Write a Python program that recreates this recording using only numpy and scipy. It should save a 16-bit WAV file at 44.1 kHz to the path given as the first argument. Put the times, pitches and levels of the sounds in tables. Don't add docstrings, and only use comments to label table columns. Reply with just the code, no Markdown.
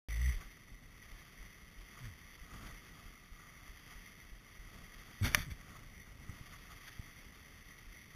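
import sys
import numpy as np
from scipy import signal
from scipy.fft import rfft, irfft, next_fast_len
from scipy.io import wavfile

SR = 44100
rng = np.random.default_rng(int(sys.argv[2]) if len(sys.argv) > 2 else 0)


def master(y):
    cut = np.clip(np.atleast_2d(y).T, -1, 1)
    pcm = np.round(cut * 32767)
    wavfile.write(sys.argv[1], SR, pcm.astype(np.int16))


N = 359415
TIME = np.arange(N) / SR
HOLD_HZ = 8000

# pitch_hz, level_db
CONTACT_SPECTRUM = [(300, -48), (600, -18), (900, -6.5), (1250, 0.5), (1550, 3.5), (1900, 6.5), (2300, 7),
                    (2750, -10.5), (3450, 5), (3900, -2)]


def from_db(db):
    return 10 ** (np.asarray(db) / 20)


def rms_one(x):
    return x / np.sqrt(np.mean(x ** 2) + 1e-20)


def in_time(rows):
    times, *columns = np.transpose(rows)
    return [np.interp(TIME, times, column) for column in columns]


def during(rows, fade_s=0.0036):
    start, end = rows[0][0], rows[-1][0]
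    return np.interp(TIME, [start - fade_s, start, end, end + fade_s], [0, 1, 1, 0])


def swells(rows):
    return sum(from_db(dbs)[:, None] * np.exp(-(2 * (TIME - middle) / length) ** 2)
               for middle, length, *dbs in rows)


def drift(rate_hz):
    step = 40
    r = np.exp(-2 * np.pi * rate_hz * step / SR)
    slow = signal.lfilter([1], [1, -2 * r, r * r], rng.standard_normal(N // step + 2002))[2000:]
    return np.interp(np.arange(N) / step, np.arange(len(slow)), rms_one(slow))


def coloured(x, spectrum):
    size = next_fast_len(N)
    hz, db = np.transpose(spectrum)
    bins_hz = np.maximum(np.fft.rfftfreq(size, 1 / SR), 1)
    gain = from_db(np.interp(np.log(bins_hz), np.log(hz), db)) * (bins_hz < HOLD_HZ / 2)
    return rms_one(irfft(rfft(x, size) * gain, size)[:N])


def resonate(x, modes):
    out = 0
    for k, (hz, width_hz, db) in enumerate(modes):
        r = np.exp(-np.pi * width_hz / SR)
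        band = signal.lfilter([1, 0, -1], [1, -2 * r * np.cos(2 * np.pi * hz / SR), r * r], x)
        out = out + (-1) ** k * from_db(db) * (1 - r * r) / 2 * band
    return rms_one(out)


def ring(x, hz, fade_s):
    r = from_db(-60 / (fade_s * SR))
    angle = 2 * np.pi * hz / SR
    return signal.lfilter([0, np.sin(angle)], [1, -2 * r * np.cos(angle), r * r], x + 1e-18)


def clicks(rows):
    out = np.zeros(N)
    for start_s, db in rows:
        out[round(start_s * SR)] += from_db(db)
    return out


def grains(per_s, spread_db):
    sizes = from_db(spread_db * np.minimum(rng.exponential(1, N), 4))
    return (rng.random(N) < per_s / SR) * sizes * rng.standard_normal(N)


def thuds(rows, hz, fade_s, soft_hz):
    push = signal.sosfilt(signal.butter(2, soft_hz, fs=SR, output="sos"), clicks(rows))
    return ring(push, hz, fade_s)


def board(hiss_gain, ring_gain, crunch_gain):
    # pitch_hz, level_db
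    snow_spectrum = [(200, 0), (450, -3), (850, -9.5), (1200, -5.5), (1600, -6), (2500, -7.5), (3000, -8.5),
                     (3900, -2)]
    # pitch_hz, width_hz, level_db
    hiss_modes = [(1797, 215, 0), (2610, 230, -2), (3230, 280, 0.5), (3473, 230, -4.5)]
    ring_modes = [(1921, 106, 1), (2145, 164, -1.5), (3540, 190, -13.5)]
    crunch_modes = [(690, 69, -10.5), (1152, 101, -0.5), (1263, 108, 0), (1460, 200, -7.5)]
    crush = coloured(grains(per_s=9000, spread_db=2.0), snow_spectrum)
    through_case = resonate(grains(per_s=7000, spread_db=3.0), hiss_modes)
    hiss = hiss_gain * from_db(1) * (crush + through_case)
    sing = ring_gain * from_db(0.67) * resonate(grains(per_s=5000, spread_db=-0.5), ring_modes)
    crunch = crunch_gain * from_db(-0.5) * resonate(grains(per_s=3000, spread_db=3.5), crunch_modes)
    uneven_db = 0.92 * drift(25)
    return (hiss + sing + crunch) * from_db(uneven_db)


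def rumble(lumps_db):
    # pitch_hz, level_db
    spectrum = [(12, -17), (28, 12), (55, 6), (100, 3.5), (180, 0), (260, -6.5), (400, -14.5), (600, -16.5),
                (1200, -20.5)]
    return from_db(lumps_db * drift(28)) * coloured(rng.standard_normal(N), spectrum)


def ride(pulsing):
    # time_s, level_db
    glide = [(.1, -61), (.35, -61), (.5, -69), (.78, -74), (1.2, -66.5), (1.7, -69.5), (2.02, -64.5),
             (2.22, -69), (2.65, -65), (3.3, -70.5), (3.95, -64.5), (4.35, -70.5), (5.1, -65.5),
             (5.65, -69.5), (6.2, -72.5), (6.48, -65), (6.9, -66), (8.13, -69)]
    # time_s, level_db
    wind = [(0, -60), (4.3, -61), (5.8, -57), (7.2, -60)]
    # middle_s, length_s, crunch_db, rumble_db
    rough_snow = [(.42, 0.048, -59.5, -55), (2.0, .14, -61.5, -60), (2.53, 0.065, -60.5, -53),
                  (2.65, 0.19, -57, -51.5), (2.97, 0.23, -65.5, -61.5), (3.45, 0.51, -68, -75),
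                  (3.92, 0.075, -62.5, -77), (4.76, 0.21, -66, -55), (5.08, 0.21, -67.5, -63),
                  (5.73, 0.29, -63.5, -57), (6.3, 0.23, -64.5, -55.5), (6.53, 0.072, -62, -62),
                  (6.72, 0.056, -58.5, -63)]
    # middle_s, length_s, level_db
    squeaky_snow = [(.13, 0.19, -52), (.28, 0.11, -49), (2.32, .07, -60), (3.55, 0.31, -65),
                    (6.0, 0.13, -58.5), (7.17, 0.063, -60), (7.72, 0.15, -63), (7.95, 0.12, -62)]
    usual_hiss_db, usual_ring_db, usual_crunch_db = -69, -64, -70.5
    wander_db, wander_hz = 0.9, 7.4
    hiss_db, = in_time(glide)
    wind_db, = in_time(wind)
    rough, shaking = swells(rough_snow)
    squeak, = swells(squeaky_snow)
    load_db = hiss_db - usual_hiss_db
    ring_db = usual_ring_db + 0.47 * load_db + wander_db * drift(wander_hz)
    crunch_db = usual_crunch_db + 0.4 * load_db + wander_db * drift(wander_hz)
    ring_gain = np.hypot(from_db(ring_db), squeak)
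    crunch_gain = np.hypot(from_db(crunch_db), rough)
    rumble_gain = np.hypot(from_db(wind_db), shaking)
    return board(from_db(hiss_db), ring_gain, crunch_gain) * pulsing + rumble_gain * rumble(lumps_db=1.2)


def camera_hum():
    # pitch_hz, level_db
    tones = [(192, -80.5), (240, -79.5), (288, -80), (384, -83), (432, -86.5), (3744, -83.5)]
    return sum(from_db(db) * np.sqrt(2) * np.sin(2 * np.pi * (hz * TIME + rng.random()))
               for hz, db in tones)


def background_hiss():
    # pitch_hz, level_db
    spectrum = [(60, 2.0), (450, -8), (900, -14.5), (2000, -25.0), (3900, -24)]
    return from_db(-79.5) * np.array([coloured(rng.standard_normal(N), spectrum) for _ in range(2)])


def creaks():
    # time_s, slips_per_s, level_db
    creak_curves = [
        [(.083, 52, -36.5), (.175, 55, -31.5), (.21, 60.6, -29), (.297, 63.5, -25), (.325, 57, -36),
         (.37, 29.5, -32), (.42, 30, -53)],
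        [(1.99, 135, -56), (2.045, 123, -45), (2.08, 101, -44), (2.15, 68, -59)],
        [(5.213, 104, -28.5), (5.23, 100, -25), (5.25, 118, -31), (5.29, 53, -49)],
        [(5.465, 165, -44), (5.525, 57, -44), (5.565, 25, -52)],
    ]
    tone, pulsing = 0, 1
    for rows in creak_curves:
        slips_per_s, db = in_time(rows)
        unsteady_hz = slips_per_s * (1 + 0.016 * drift(30))
        phase = 2 * np.pi * np.cumsum(unsteady_hz * (TIME > rows[0][0])) / SR
        overtones = sum(from_db(-14.5 - 12 * k) * np.sin((k + 2) * phase) for k in range(3))
        gate = during(rows)
        tone = tone + gate * from_db(db - 1.5) * (np.sin(phase) + overtones)
        pulsing = pulsing * from_db(gate * (2.2 * np.sin(phase) - 0.5))
    return tone, pulsing


def heartbeat():
    # start_s, wait_s, level_db
    beats = [(.454, 0.26, -46.5), (1.119, 0.28, -45.5), (1.782, 0.26, -46), (2.41, 0.31, -45.5),
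             (3.053, 0.26, -48), (3.689, .263, -46.5), (4.316, .272, -45), (4.952, 0.24, -57),
             (7.864, 0.28, -47)]
    pushes = [(start + lag, db) for start, wait, db in beats for lag in (0, wait) if start + lag < TIME[-1]]
    return from_db(2.5) * thuds(pushes, hz=40.5, fade_s=0.24, soft_hz=109)


def sleeve():
    # middle_s, length_s, scrape_db, rumble_db
    rubs = [(2.054, 0.052, -58.5, -70), (2.672, 0.039, -55.5, -60), (5.262, 0.054, -38.5, -32.5),
            (5.33, 0.099, -51.5, -45.5), (5.402, 0.087, -46.5, -50.5), (5.516, 0.024, -52, -68),
            (6.883, 0.021, -48.5, -70)]
    scrape_gain, shaking = swells(rubs)
    scrape = coloured(grains(per_s=8600, spread_db=-1.0), CONTACT_SPECTRUM)
    return scrape_gain * scrape + shaking * rumble(lumps_db=3.0)


def jolts():
    # start_s, level_db
    pushes = [(5.2445, -28), (5.346, -32), (5.403, -35), (5.518, -36), (6.293, -36), (6.41, -41),
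              (6.994, -35)]
    return from_db(7.5) * thuds(pushes, hz=91.0, fade_s=0.025, soft_hz=260)


def knock(crack_fade_s=0.025):
    # start_s, level_db
    contacts = [(5.3385, -30), (5.3469, 2)]
    # pitch_hz, level_db, fade_s
    modes = [(597, -38, 0.1), (1223, -29.5, 0.048), (1446, -18, 0.016), (1804, -12, 0.013),
             (2350, -18.5, 0.019), (2890, -17.5, .012), (3590, -17.5, 0.01)]
    touches = clicks(contacts)
    ringing = sum((-1) ** k * from_db(db) * ring(touches, hz, fade_s)
                  for k, (hz, db, fade_s) in enumerate(modes))
    dying = signal.lfilter([1], [1, -from_db(-60 / (crack_fade_s * SR))], touches + 1e-18)
    crack = dying * coloured(rng.standard_normal(N), CONTACT_SPECTRUM)
    return from_db(-2.5) * ringing + from_db(-23.5) * crack


def scene():
    creak, pulsing = creaks()
    hit = knock()
    return ride(pulsing) + creak + heartbeat() + sleeve() + jolts() + hit + camera_hum() + background_hiss()


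def record(dry):
    repeats, silent_until_s, cutoff_hz = 4, 0.086, 15200
    fast_hz = HOLD_HZ * repeats
    fast = signal.resample_poly(dry, fast_hz, SR, axis=1)
    band_limit = signal.firwin(129, 3830, fs=fast_hz)
    slow = signal.fftconvolve(fast, band_limit[None], "same", axes=1)[:, ::repeats]
    stair_steps = np.repeat(slow, repeats, axis=1)
    held = signal.resample_poly(stair_steps, SR, fast_hz, axis=1)[:, :N]
    top_cut = signal.firwin(201, cutoff_hz, fs=SR)
    return signal.fftconvolve(held * (TIME > silent_until_s), top_cut[None], "same", axes=1)


dry = scene()
out = record(dry)
master(out)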